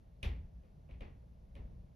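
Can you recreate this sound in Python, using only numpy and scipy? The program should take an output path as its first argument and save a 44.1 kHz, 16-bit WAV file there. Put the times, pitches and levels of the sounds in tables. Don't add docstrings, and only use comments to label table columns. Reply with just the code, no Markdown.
import sys
import numpy as np
from scipy import signal
from scipy.fft import rfft, irfft, next_fast_len
from scipy.io import wavfile

SR = 44100
rng = np.random.default_rng(int(sys.argv[2]) if len(sys.argv) > 2 else 0)


def transcribe(signal):
    frames = np.atleast_2d(signal).T
    limited = np.clip(frames, -1, 1)
    pcm = np.round(limited * 32767).astype(np.int16)
    wavfile.write(sys.argv[1], SR, pcm)


N = 85995


def undb(db):
    return 10 ** (np.asarray(db) / 20)


def rms_one(x):
    return x / np.sqrt(np.mean(x ** 2) + 1e-20)


def at_hz(points, hz):
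    table_hz, value = np.transpose(points)[:2]
    return np.interp(np.log(hz), np.log(table_hz), value)


def bandpass(x, order, low_hz, high_hz):
    return signal.sosfilt(signal.butter(order, [low_hz, high_hz], "band", fs=SR, output="sos"), x)


def drift(rate_hz):
    pole = np.exp(-2 * np.pi * rate_hz * 40 / SR)
    noise = rng.standard_normal(N // 40 + 2002)
    slow = signal.lfilter([1], [1, -2 * pole, pole ** 2], noise)[2000:]
    return np.interp(np.arange(N) / 40, np.arange(len(slow)), rms_one(slow))


def ring(clicks, hz, t60_s):
    r, w = undb(-60 / (t60_s * SR)), 2 * np.pi * hz / SR
    return signal.lfilter([0, np.sin(w)], [1, -2 * r * np.cos(w), r * r], clicks + 1e-18)


EDGES_HZ = 22 * 2 ** np.arange(0, 9.6, 1 / 3)


def bands():
    white = rng.standard_normal((2, 2, 2 * N + SR // 2))
    out = []
    for k, (low, high) in enumerate(zip(EDGES_HZ, EDGES_HZ[1:])):
        out.append((np.sqrt(low * high), bandpass(white[k % 2], 2, low, high)))
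    return out


# [t/s, level/dB]
ACTIVITY = [(0.0, -56.5), (0.172, -61.5), (0.33, -53.5), (0.516, -59.5), (0.684, -59), (0.994, -56.5),
            (1.286, -59.5), (1.472, -59.5), (1.694, -51), (1.95, -61.5)]
# [f/Hz, density/dB per Hz]
FLOOR = [(34, -27), (52, -8), (170, -12.5), (290, -27.5), (620, -27), (1400, -44.5), (5000, -53.5),
         (13000, -61)]
# [f/Hz, width/Hz, level/dB]
DRONES = [(56.96, 19, -56.5), (121.9, 4.7, -71.5), (166.7, 16, -70), (625, 59, -83)]
FLOOR_DB, RUMBLE_FOLLOWS = -60.5, 0.83


def rumble(noises):
    s, db = np.transpose(ACTIVITY)
    swing_db = RUMBLE_FOLLOWS * (np.interp(np.arange(N) / SR, s, db) - np.mean(db))
    bed = 0
    for hz, noise in noises:
        moving_db = (1.5 * drift(17) + swing_db) / (1 + hz / 900)
        bed = bed + undb(at_hz(FLOOR, hz) + moving_db) * noise[:, SR // 2:SR // 2 + N]
    out = undb(FLOOR_DB) * rms_one(bed)
    for hz, width_hz, level_db in DRONES:
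        t60_s = np.log(1000) / np.pi / width_hz
        tone = ring(rng.standard_normal((2, 2 * N)), hz, t60_s)[:, N:]
        out = out + undb(level_db + swing_db) * rms_one(tone)
    return out


BODY_BELOW_HZ, BRIGHT_ABOVE_HZ = 1600, 3020


def knock_colour(hz, body_db, bright_db_per_octave):
    body = body_db / (1 + (hz / BODY_BELOW_HZ) ** 4)
    octaves_above = np.log2(1 + (hz / BRIGHT_ABOVE_HZ) ** 2) / 2
    return body + bright_db_per_octave * octaves_above


# [t/s, peak/dB, body re crack/dB, brightness/dB per octave, direct share/dB]
KNOCKS = [
    (0.2283, -37, -2, -2.5, 5),
    (0.633, -73.5, 9, -1, 0),
    (0.8877, -58.5, 5, -13, -4.5),
    (0.9091, -58.5, -6, -10.5, 8),
    (1.0064, -47.5, 2.5, -10, 4),
    (1.5519, -58.5, 8, -2, 3.5),
    (1.577, -75, 22, -14, -5),
]
# [f/Hz, level/dB, t60/s]
BOARD = [(561, -11, 0.055), (1210, -28.5, 0.067), (2283, -7, 0.0075), (2470, -2.5, 0.023),
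         (2880, -5.5, 0.012), (3130, -8, 0.012), (3750, -10, 0.011), (4870, -17.5, 0.0067),
         (5900, -16, 0.0051), (8750, -6, 0.0083), (11800, -32, 0.0054)]
# [delay/s, level/dB, brightness/dB per octave]
CONTACTS = [
    (.0002, -8, 0),
    (.0020, 0, 0),
    (.0145, -6, -14),
]
CONTACT_SPREAD_DB = 2.5


def cracks():
    out = np.zeros((2, N))
    luck = rng.normal(0, 1, (len(KNOCKS), len(BOARD), len(CONTACTS), 2))
    for m, (hz, mode_db, t60_s) in enumerate(BOARD):
        clicks = np.zeros((2, N))
        for k, (s, db, body_db, bright_db, direct_db) in enumerate(KNOCKS):
            for c, (lag_s, contact_db, dull_db) in enumerate(CONTACTS):
                level_luck, sign_luck = luck[k, m, c]
                gain_db = db + direct_db + mode_db + contact_db + CONTACT_SPREAD_DB * level_luck
                gain_db += knock_colour(hz, body_db, bright_db + dull_db)
                at = int((s + lag_s) * SR) + np.array([0, round(SR / hz / 4)])
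                clicks[[0, 1], at] = (-1) ** m * undb(gain_db) * np.array([1, np.sign(sign_luck)])
        out += bandpass(ring(clicks, hz, t60_s), 1, hz / 1.5, hz * 1.5)
    return out


# [f/Hz, density/dB per Hz]
CRACK = [(200, -3), (560, -10.5), (950, -13.5), (1550, -19.5), (2150, -10.5), (3100, -16), (6000, -30.5),
         (13000, -33)]
# [f/Hz, t60/s]
ROOM_T60 = [(200, .5), (600, .44), (1300, .4), (2200, .36), (3200, .31), (5000, .24), (12000, .2)]
TAIL_DB, TAIL_FLICKER_DB = -6, 0.8
BUILD_S, BODY_BUILD_S = 0.0067, 0.004


def knock_tails(noises):
    t = np.arange(0, N + 16, 16) / SR
    s, db, body_db, bright_db, _ = np.transpose(KNOCKS)[:, :, None]
    age_s = np.maximum(t - s, 0)
    out = 0
    for hz, noise in noises:
        build_s = BUILD_S + BODY_BUILD_S / (1 + (hz / BODY_BELOW_HZ) ** 2)
        gain_db = db + TAIL_DB + 22 + at_hz(CRACK, hz) + knock_colour(hz, body_db, bright_db)
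        decay_db = -60 * age_s / at_hz(ROOM_T60, hz)
        power = (undb(gain_db + decay_db) * np.expm1(-age_s / build_s)) ** 2
        envelope = np.interp(np.arange(N) / SR, t, np.sqrt(power.sum(axis=0)))
        out = out + envelope * undb(TAIL_FLICKER_DB * drift(60)) * noise[:, -N:]
    return out


# [t/s, push sign, low joist/dB, middle joist/dB, high joist/dB]
BOOMS = [(.231, 1, -34, -83, -44), (0.263, -1, -38.5, -30.5, -32.5), (0.326, 1, -58, -47.5, -50.5),
         (.381, 1, -89, -53, -43), (0.441, 1, -40, -49.5, -59), (.918, 1, -62, -40, -53.5),
         (1.01, 1, -40.5, -43.5, -57.5), (1.051, 1, -59, -45, -51.5), (1.099, 1, -70, -57.5, -51),
         (1.17, 1, -61, -60.5, -63), (1.553, 1, -60, -52.5, -53), (1.598, 1, -47, -41.5, -45),
         (1.640, -1, -56, -57, -64.5), (1.71, 1, -46.5, -54, -54), (1.792, -1, -58, -59, -57)]
# [f/Hz, t60/s]
JOISTS = [(40, 0.15), (58, 0.41), (78, 0.37)]
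# [f/Hz, level/dB, t60/s]
SLABS = [(115, -8, .25), (165, -16, .25), (210, -15, .2), (315, -20, .12)]
SLAB_DB, SLAB_SPREAD_DB, PUSH_HZ = 0.5, 2.5, 148


def booms():
    rows = np.array(BOOMS)
    at = (rows[:, 0] * SR).astype(int)
    luck_db = rng.normal(SLAB_DB, SLAB_SPREAD_DB, (len(rows), len(SLABS)))
    modes = [(hz, t60_s, rows[:, k + 2]) for k, (hz, t60_s) in enumerate(JOISTS)]
    modes += [(hz, t60_s, rows[:, -1] + db + luck_db[:, k]) for k, (hz, db, t60_s) in enumerate(SLABS)]
    out = np.zeros(N)
    for hz, t60_s, db in modes:
        clicks = np.zeros(N)
        clicks[at] = np.sign(rows[:, 1]) * undb(db)
        out += ring(clicks, hz, t60_s)
    return signal.sosfilt(signal.butter(2, PUSH_HZ, fs=SR, output="sos"), out)


# [t/s, level/dB]
TAPS = [
    (0.635, -60),
    (0.891, -58),
    (1.010, -54),
    (1.235, -63),
    (1.422, -75),
    (1.447, -70),
]
TAP_HZ, TAP_T60_S = 517, 0.1


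def taps():
    s, db = np.transpose(TAPS)
    clicks = np.zeros(N)
    clicks[(s * SR).astype(int)] = undb(db)
    return bandpass(ring(clicks, TAP_HZ, TAP_T60_S), 2, TAP_HZ / 1.3, TAP_HZ * 1.3)


# [f/Hz, share/0-1]
LIKENESS = [(60, .97), (200, .85), (400, .55), (1200, .4), (2500, .62), (5000, .7), (7500, .92),
            (12000, .96)]
# [f/Hz, phase/rad]
LEAD = [(200, 0.01), (1200, -3.0), (2000, -6.2), (6100, -6.5), (7650, -9.3), (8900, -9.6), (10400, -12.4),
        (13000, -12.8), (14000, -15.6)]
# [f/Hz, level/dB]
TILT = [(100, 0.3), (600, -.5), (1500, 1), (2600, 1), (5500, 2.5), (8000, -.2), (12000, -.2)]


def microphones(pair):
    size = next_fast_len(N + SR // 4)
    hz = np.maximum(np.fft.rfftfreq(size, 1 / SR), 1)
    one, other = rfft(pair, size)
    alike = np.clip(at_hz(LIKENESS, hz), 0, 1)
    lag = np.exp(-1j * at_hz(LEAD, hz))
    half_tilt = undb(at_hz(TILT, hz) / 2)
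    right = (alike * one + np.sqrt(1 - alike ** 2) * other) * lag
    return irfft([one * half_tilt, right / half_tilt], size)[:, :N]


def scene():
    noises = bands()
    one_path = (booms() + taps()) * [[1], [0]]
    return microphones(rumble(noises) + cracks() + knock_tails(noises) + one_path)


def low_pass(x):
    return signal.sosfilt(signal.butter(12, 13710, fs=SR, output="sos"), x)


def record(dry):
    x = signal.sosfilt(signal.butter(2, 22, "high", fs=SR, output="sos"), dry)
    x = signal.sosfilt(signal.cheby2(12, 60, 15700, fs=SR, output="sos"), x)
    return low_pass(x)


dry = scene()
out = record(dry)
transcribe(out)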